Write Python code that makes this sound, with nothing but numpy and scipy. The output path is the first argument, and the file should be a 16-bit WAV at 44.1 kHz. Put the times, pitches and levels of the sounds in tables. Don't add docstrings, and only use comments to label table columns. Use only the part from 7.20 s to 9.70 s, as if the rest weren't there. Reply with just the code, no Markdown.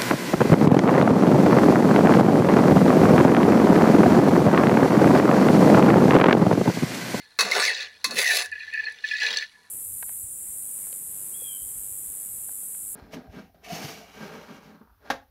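import sys
import numpy as np
from scipy import signal
from scipy.fft import rfft, irfft, next_fast_len
from scipy.io import wavfile
from scipy.ndimage import map_coordinates

SR = 44100
rng = np.random.default_rng(int(sys.argv[2]) if len(sys.argv) > 2 else 0)


def transcribe(signal):
    frames = np.atleast_2d(signal).T
    limited = np.clip(frames, -1, 1)
    pcm = np.round(limited * 32767).astype(np.int16)
    wavfile.write(sys.argv[1], SR, pcm)


N = 110250


def amp(db):
    return 10 ** (np.asarray(db) / 20)


def unit(x):
    return x / np.sqrt(np.mean(x ** 2) + 1e-20)


def curve(s, values, outside=-120):
    return np.interp(np.arange(N) / SR, s, values, left=outside, right=outside)


def wobble(rate):
    knots = rng.standard_normal(int(N * rate / SR) + 4)
    return map_coordinates(knots, [np.arange(N) * rate / SR])


def add(track, s, sound):
    i = max(0, round(s * SR))
    track[i:i + len(sound)] += sound[:max(0, N - i)]


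def coloured(x, colour, peaks=()):
    size = 2 ** 14
    hz = np.fft.rfftfreq(size, 1 / SR)
    points_hz, points_db = np.transpose(colour)
    db = np.interp(np.log(hz + 1), np.log(points_hz), points_db)
    for centre, width, lift in peaks:
        db = db + lift / (1 + ((hz - centre) / width) ** 2)
    cepstrum = irfft(np.log(amp(db)))[:size // 2]
    cepstrum[1:] *= 2
    response = irfft(np.exp(rfft(cepstrum, size)))[:size // 2]
    return signal.oaconvolve(x, response / np.linalg.norm(response))[:N]


def contacts(rate, scatter_db, hiss):
    hit = rng.random(N) < rate / SR
    sign = np.sign(rng.standard_normal(N))
    size = amp(scatter_db * np.clip(rng.standard_normal(N), -2, 2)) * sign
    return unit(hit * size) + hiss * rng.standard_normal(N)


def shimmer(x, t60, wet):
    t = np.arange(SR // 5) / SR
    tail = rng.standard_normal(len(t)) * amp(-60 * t / t60)
    reverberant = signal.fftconvolve(x, tail / np.linalg.norm(tail))[:N]
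    return (x + wet * reverberant) / np.hypot(1, wet)


SHIFT_DB, SHIFT_HZ, SHIFT_S = 3.3, 169.8, 0.04


def shifting(x):
    hz, t, z = signal.stft(x, SR, nperseg=512)
    knots = rng.standard_normal((int(hz[-1] / SHIFT_HZ) + 2, int(t[-1] / SHIFT_S) + 2))
    grid = np.meshgrid(hz / SHIFT_HZ, t / SHIFT_S, indexing="ij")
    field = map_coordinates(np.clip(knots, -2, 2), grid)
    return signal.istft(z * unit(amp(SHIFT_DB * field)), SR, nperseg=512)[1][:N]


def swells(rows, waver, flutter_db):
    out, t = np.zeros(N), np.arange(N) / SR
    for s, length, hz, db in rows:
        phase = 2 * np.pi * np.cumsum(hz * (1 + waver * wobble(260))) / SR
        tone = unit(np.sin(phase) * amp(flutter_db * wobble(200)))
        out += amp(db) * np.exp(-((t - s) / length) ** 2) * tone
    return out


# (frequency [Hz], level [dB])
AIR_COLOUR = [(55, -9), (85, -2), (120, -7.5), (220, -2.5), (500, -17), (1000, -5.5), (3000, -16.5),
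              (10500, -16.5), (13000, -21), (15500, -33)]
# (time [s], level [dB])
HUM = [(0, -79), (1.15, -73.5), (1.3, -65), (1.5, -76.5), (2.5, -89)]
AIR_DB, HUM_HZ = -66.5, 89.6


def background():
    air = amp(AIR_DB) * unit(coloured(rng.standard_normal(N), AIR_COLOUR))
    hum_db = curve(*np.transpose(HUM)) + 3 * wobble(22)
    phase = 2 * np.pi * np.cumsum(HUM_HZ + 4 * wobble(23.86)) / SR
    return air + amp(hum_db) * unit(np.sin(phase))


# (time [s], level [dB])
POPS = [(1.259, -27.5), (1.3157, -42.5), (1.5375, -42), (1.6975, -48), (1.7224, -41)]
# (frequency [Hz], level [dB])
POP_COLOUR = [(1500, -41), (4500, 2), (8000, -9), (10500, -1), (12500, -26.5), (15500, -28)]
POP_T60 = 0.011


def pops():
    out, t = np.zeros(N), np.arange(SR // 20) / SR
    for s, db in POPS:
        add(out, s, rng.standard_normal(len(t)) * amp(db - 60 * t / POP_T60))
    ticking = amp(-71) * contacts(rate=180, scatter_db=-1, hiss=0.1)
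    return coloured(out + ticking, POP_COLOUR)


# (time [s], pitch [Hz], level [dB], 60 dB decay time [s])
TOUCHES = [(0, 2090, -41.5, 0.098), (0, 4350, -48.5, 0.28), (0.911, 4330, -31, 0.26),
           (1.654, 4250, -26.5, 0.054), (2.368, 984, -64, 1)]


def touches():
    out, t = np.zeros(N), np.arange(SR // 3) / SR
    for s, hz, db, t60 in TOUCHES:
        envelope = amp(db - 60 * t / t60 + 1.1 * wobble(163)[:len(t)])
        onset = 1 - np.exp(-t / 0.00098)
        add(out, s, envelope * onset * np.sin(2 * np.pi * hz * t))
    return out


# (time [s], length [s], pitch [Hz], level [dB])
SQUEALS = [(0.325, .018, 8300, -53), (0.402, 0.021, 8500, -36), (0.485, 0.024, 8960, -42)]


def squeals():
    return swells(SQUEALS, waver=0.0061, flutter_db=1)


# (time [s], length [s], pitch [Hz], level [dB])
BOOMS = [(0.262, 0.031, 215, -42.5), (0.391, 0.017, 230, -49), (0.393, 0.0057, 470, -29),
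         (0.885, 0.024, 239, -44.5), (0.944, 0.044, 220.7, -44.5), (2.125, 0.036, 232.6, -59)]


def booms():
    return swells(BOOMS, waver=0.17, flutter_db=2.5)


# (time [s], pitch [Hz], level [dB])
SINGS = [
    [(0.314, 2293, -35), (0.321, 2200, -11), (0.329, 2183, -24), (0.336, 2104, -15.5), (0.349, 2290, -47)],
    [(0.42, 2600, -34), (0.46, 2350, -27), (0.485, 2000, -17), (0.51, 1850, -20.5), (0.54, 1750, -38.5),
     (0.71, 1720, -51), (0.74, 1750, -64)],
    [(0.962, 2012, -45), (0.975, 2054, -21.5), (0.987, 2040, -51), (1.04, 2008, -22.5), (1.077, 1903, -16),
     (1.087, 1831, -25), (1.105, 1787, -12), (1.117, 1766, -16), (1.17, 1774, -39), (1.26, 1730, -30),
     (1.3, 1770, -51)],
]
# (frequency [Hz], level [dB], time to peak [s])
BLADE = [(1755, -1, 0.0093), (1937, -13, 0.0088), (2498, -11, 0.0077), (2676, -15, 0.0032),
         (4320, -21, 0.003)]


def singing():
    out, free_hz = np.zeros(N), BLADE[0][0]
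    for rows in SINGS:
        s, hz, db = np.transpose(rows)
        pitch = curve(s, hz, outside=free_hz)
        waver_hz = 55 + 0.266 * np.abs(pitch - free_hz)
        phase = 2 * np.pi * np.cumsum(pitch + waver_hz * wobble(520)) / SR
        out += amp(curve(s, db)) * unit(np.sin(phase) * amp(2.0 * wobble(260)))
    return amp(-4.5) * out


# (nominal ratio to its pitch, level [dB], 60 dB decay time [s])
HUSK_MODES = [(1.001, 1.5, 0.025), (1.17, -10.5, 0.027), (1.45, -10, 0.009), (1.68, -9.5, 0.0094)]


def husk(hz):
    out, t = 0, np.arange(SR // 40) / SR
    for ratio, db, t60 in HUSK_MODES:
        mode_hz = hz * ratio * np.exp(rng.normal(0, 0.034))
        out = out + amp(db - 60 * t / t60) * np.sin(2 * np.pi * mode_hz * t)
    return out


# (time [s], level [dB], pitch [Hz])
CLICKS = [(0.5336, -21, 4400), (0.547, -16.5, 3770), (0.551, -19.5, 4180), (0.574, -24, 4630),
          (0.606, -18, 3570), (0.6285, -25, 4280), (1.642, -30, 4300), (1.7868, -33.5, 3700),
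          (1.8883, -20, 3550), (1.969, -22.5, 4200), (1.983, -22.5, 3760), (2.0319, -15.5, 4300),
          (2.065, -12.5, 4230), (2.1114, -23, 3500), (2.1714, -6, 4280), (2.1862, -13.5, 3660)]
# (frequency [Hz], level [dB])
HUSK_COLOUR = [(200, -47), (1500, -22), (2500, -19.5), (3050, -9), (3500, 2.5), (3900, -2), (4300, 6.5),
               (4900, -9.5), (5650, -12.5), (6100, -4.5), (6600, -27), (7300, -14), (8200, -38.5),
               (10500, -15.5), (13000, -48), (15500, -25)]
# (frequency [Hz], level [dB])
HUSK_BAND = [(300, -58), (1300, -26), (2500, 5.5), (3050, -7.5), (3550, 0.5), (6200, -3.5), (8500, -6.5),
             (13000, -9)]
SNAP_DB, SNAP_T60, CLICK_RING_DB = -13.5, 0.014, -13.5


def clicks():
    snap, ring, t = np.zeros(N), np.zeros(N), np.arange(SR // 20) / SR
    for s, db, hz in CLICKS:
        add(snap, s, rng.standard_normal(len(t)) * amp(db + SNAP_DB - 60 * t / SNAP_T60))
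        add(ring, s, amp(db + CLICK_RING_DB) * husk(hz))
    return coloured(snap, HUSK_COLOUR, [(6600, 1900, 20.0)]) + coloured(ring, HUSK_BAND)


# (time [s], level [dB], lift of the upper modes [dB])
KNOCKS = [(1.3139, -23.5, -7), (1.3231, -22, 4.5), (1.3516, -27, 4), (1.374, -30, -20), (1.401, -28, 9),
          (1.414, -27, -1), (1.4725, -26.5, -10), (1.526, -23.5, 3), (1.5378, -19.5, 6.5),
          (1.5706, -18.5, 1), (1.5908, -20.5, 1.5), (1.632, -22.5, 3.5), (1.662, -20, 1), (1.674, -21, -9),
          (1.837, -14.5, -2), (1.9083, -16, 6.5), (1.9298, -15.5, -20), (1.9478, -19, 3),
          (2.0611, -17, 8.5), (2.2219, -26.5, -1), (2.234, -29.5, -17)]
KNOCK_DB = -4
LOW_MODES_HZ = 2250


def knocks():
    out, t = np.zeros(N), np.arange(SR // 10) / SR
    for s, db, lift_db in KNOCKS:
        for hz, mode_db, swell in BLADE:
            u = t / swell
            envelope = (u * np.exp(1 - u)) ** 3
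            mode_hz = hz * (1 + rng.normal(0, 0.013))
            tone = np.sin(2 * np.pi * (mode_hz * t + rng.random()))
            level_db = db + KNOCK_DB + mode_db + lift_db * (hz > LOW_MODES_HZ)
            add(out, s, amp(level_db) * envelope * tone)
    return out


CLACKS_PER_S, CLACK_HZ, CLACK_SPREAD, CLACK_SCATTER_DB = 290, 3408, 0.22, 4


def clacks():
    out, step = np.zeros(N), 1 / CLACKS_PER_S
    draws = np.clip(rng.standard_normal((int(N / SR / step), 3)), -2, 2)
    for k, (when, pitch, size) in enumerate(draws):
        hz = CLACK_HZ * np.exp(CLACK_SPREAD * pitch)
        add(out, (k + when) * step, amp(CLACK_SCATTER_DB * size) * husk(hz))
    return unit(coloured(shimmer(out, t60=0.035, wet=0.3), HUSK_BAND))


# (time [s], blade ring level [dB], husk click level [dB], level of the pan under them [dB])
TUMBLE = [(0, -57, -55.5, -63.5), (0.16, -68, -64.5, -66), (0.49, -41, -30, -61),
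          (0.535, -41.5, -41, -48.5), (0.62, -37.5, -34, -56.5), (0.7, -50, -55.5, -67.5),
          (0.82, -65.5, -58.5, -61), (1.3, -51.5, -59, -62), (1.43, -44.5, -49.5, -62),
          (1.51, -49.5, -50.5, -59.5), (1.55, -33.5, -48.5, -57.5), (1.68, -42, -49.5, -53.5),
          (1.74, -49.5, -53.5, -64), (1.822, -60, -52.5, -61), (1.87, -40, -39, -56),
          (1.97, -36, -38.5, -58), (2.02, -27.5, -30.5, -44.5), (2.13, -36.5, -30.5, -38.5),
          (2.235, -36, -39, -52), (2.263, -61, -51.5, -63), (2.37, -59.5, -63.5, -72)]
# (frequency [Hz], level [dB])
BLADE_COLOUR = [(1200, -51.5), (1620, -19.5), (1755, 2.5), (1850, -12.5), (1950, -5.5), (2150, -14),
                (2350, -14), (2490, -3.5), (2600, -16.5), (2800, -19.5), (3100, -37), (4000, -45),
                (9000, -63)]
# (frequency [Hz], level [dB])
BODY_COLOUR = [(40, -73), (110, -29), (320, -18.5), (400, -0.5), (490, 2), (570, -2.5), (720, -5),
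               (900, -3), (1150, -2), (1320, -5), (1550, 3), (1900, -8), (3000, -66.5)]
RING_TUMBLE_DB, HUSK_DB, PAN_TUMBLE_DB, CLACK_DB = 0.5, -3.5, -4, -3


def tumbling():
    s, *levels = np.transpose(TUMBLE)
    ring, husks, pan = [amp(curve(s, db, outside=-66)) for db in levels]
    impacts = contacts(rate=650, scatter_db=1.5, hiss=0.22)
    force = unit(shifting(shimmer(impacts, t60=0.043, wet=0.77)))
    out = coloured(force * ring * amp(RING_TUMBLE_DB), BLADE_COLOUR)
    out += coloured(force * husks * amp(HUSK_DB), HUSK_COLOUR)
    out += coloured(force * pan * amp(PAN_TUMBLE_DB), BODY_COLOUR, [(472, 48, 3.8)])
    return out + husks * amp(CLACK_DB) * clacks()


# (time [s], pressure as steel level [dB], pan's low body level [dB], treble level [dB])
STROKE_1 = [(0.225, -35, -25, -31), (0.237, -38.5, -42.5, -70), (0.277, -33.5, -29.5, -51),
            (0.335, -30.5, -33, -46), (0.362, -26.5, -23.5, -42), (0.395, -25.5, -22.5, -39),
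            (0.449, -23.5, -31, -38), (0.489, -31, -34.5, -44), (0.543, -38, -47.5, -65),
            (0.654, -48.5, -48, -89), (0.715, -65, -68, -82)]
STROKE_2 = [(0.892, -49, -42, -64), (0.918, -50, -35, -56), (0.95, -40, -39, -43.5),
            (0.984, -22.5, -32, -28.5), (1.036, -28, -32.5, -33.5), (1.05, -27, -44.5, -38),
            (1.142, -26.5, -34.5, -33), (1.16, -25, -36.5, -30), (1.221, -28.5, -36.5, -39.5),
            (1.258, -41.5, -47.5, -46), (1.3, -59, -82, -91)]
# (frequency [Hz], level [dB])
STEEL_COLOUR = [(200, -50), (1300, -29.5), (1650, -8), (1750, -1), (2150, 1.5), (2380, 1.5), (2620, 2.5),
                (2950, -7.5), (3200, -11.5), (3550, 0), (4350, 1), (4800, -1.5), (5600, -5.5), (6150, -6),
                (6700, -9), (8000, -14.5), (9500, -46), (12000, -73)]
TREBLE_COLOUR = [(6000, -20), (8500, -4), (9500, -4.5), (10600, 4), (11500, -3.5), (12500, -18),
                 (13700, -13), (14800, -7), (15800, -9.5)]
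# (frequency [Hz], width [Hz], lift [dB])
PAN = [(233, 13, 0.5), (480, 22, 1.5), (729, 9.3, 9), (816, 26, 6), (1012, 14, 4), (1157, 24, 4.5),
       (1740, 36, 9), (1623, 62, -7.5), (2193, 30, 4), (2598, 28, 9), (4327, 61, 8.5), (6027, 49, 7)]
SLIPS_PER_S, STEEL_DB, BODY_DB, TREBLE_DB = 900, 1.5, -3, 1


def scrapes():
    first, second = np.transpose(STROKE_1), np.transpose(STROKE_2)
    steel, body, treble = [amp(curve(first[0], a)) + amp(curve(second[0], b))
                           for a, b in zip(first[1:], second[1:])]
    slips = contacts(SLIPS_PER_S, scatter_db=1.5, hiss=0.3) * amp(1.1 * wobble(220))
    force = unit(shifting(shimmer(slips, t60=0.043, wet=0.44)))
    out = coloured(force * steel * amp(STEEL_DB), STEEL_COLOUR, PAN)
    out += coloured(force * body * amp(BODY_DB), BODY_COLOUR, PAN)
    return out + coloured(force * treble * amp(TREBLE_DB), TREBLE_COLOUR)


# (time [s], level [dB], weight of the low modes [dB])
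CLANKS = [(0.189, -10, 1), (0.1942, -11.5, 1), (0.2071, -7.5, -1.5), (0.2143, -23, 9), (0.2516, -21.5, 7),
          (0.3138, -17, 3), (0.843, -8, -10.5), (0.9085, -21.5, -6)]
# (frequency [Hz], level [dB])
CLANK_COLOUR = [(40, -57), (150, -38), (330, -27), (440, -4), (640, -19.5), (1100, -6.5), (1400, -8),
                (2050, -2), (2320, -11), (2580, -9.5), (2920, -22), (3600, -5.5), (4300, 1.5),
                (4800, -10.5), (6200, -8.5), (9300, -21.5), (10500, -12), (12800, -28.5), (15000, -24)]
# (frequency [Hz], nominal level [dB], 60 dB decay time [s])
CLANK_MODES = [(1047, -9.5, 0.22), (1145, -5, 0.095), (2084, -9, 0.091), (2587, 2.5, 0.11),
               (3880, -6, 0.15), (4325, 5.5, 0.044), (4420, 1, 0.09), (6180, -13, 0.097)]
CRACK_DB, CRACK_T60, WASH_DB, WASH_T60, RING_DB = -10, 0.027, -12.5, 0.14, -14.5


def clanks():
    dense, ring, t = np.zeros(N), np.zeros(N), np.arange(SR // 4) / SR
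    lowpass = signal.butter(2, LOW_MODES_HZ, fs=SR, output="sos")
    onset = 1 - np.exp(-t / 0.0031)
    for s, db, weight_db in CLANKS:
        noise = rng.standard_normal(len(t))
        noise = noise + (amp(weight_db) - 1) * signal.sosfiltfilt(lowpass, noise)
        crack = amp(db + CRACK_DB - 60 * t / CRACK_T60)
        wash = amp(db + WASH_DB - 60 * t / WASH_T60)
        add(dense, s, noise * (crack + wash))
        modes = np.zeros(len(t))
        for hz, mode_db, t60 in CLANK_MODES:
            envelope = amp(mode_db + rng.normal(0, 2.44) - 60 * t / t60)
            modes += envelope * np.sin(2 * np.pi * (hz * t + rng.random()))
        add(ring, s, amp(db + RING_DB) * modes * onset)
    return coloured(dense, CLANK_COLOUR) + ring


def scene():
    seeds = pops() + clicks() + knocks() + tumbling()
    steel = touches() + squeals() + booms() + singing() + scrapes() + clanks()
    return (background() + shimmer(seeds + steel, t60=0.24, wet=0.093))[None]


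TOP_HZ = 15900


def record(dry):
    m = next_fast_len(N + SR // 2)
    passed = np.fft.rfftfreq(m, 1 / SR) < TOP_HZ
    return irfft(rfft(dry, m) * passed, m)[..., :N]


dry = scene()
out = record(dry)
transcribe(out)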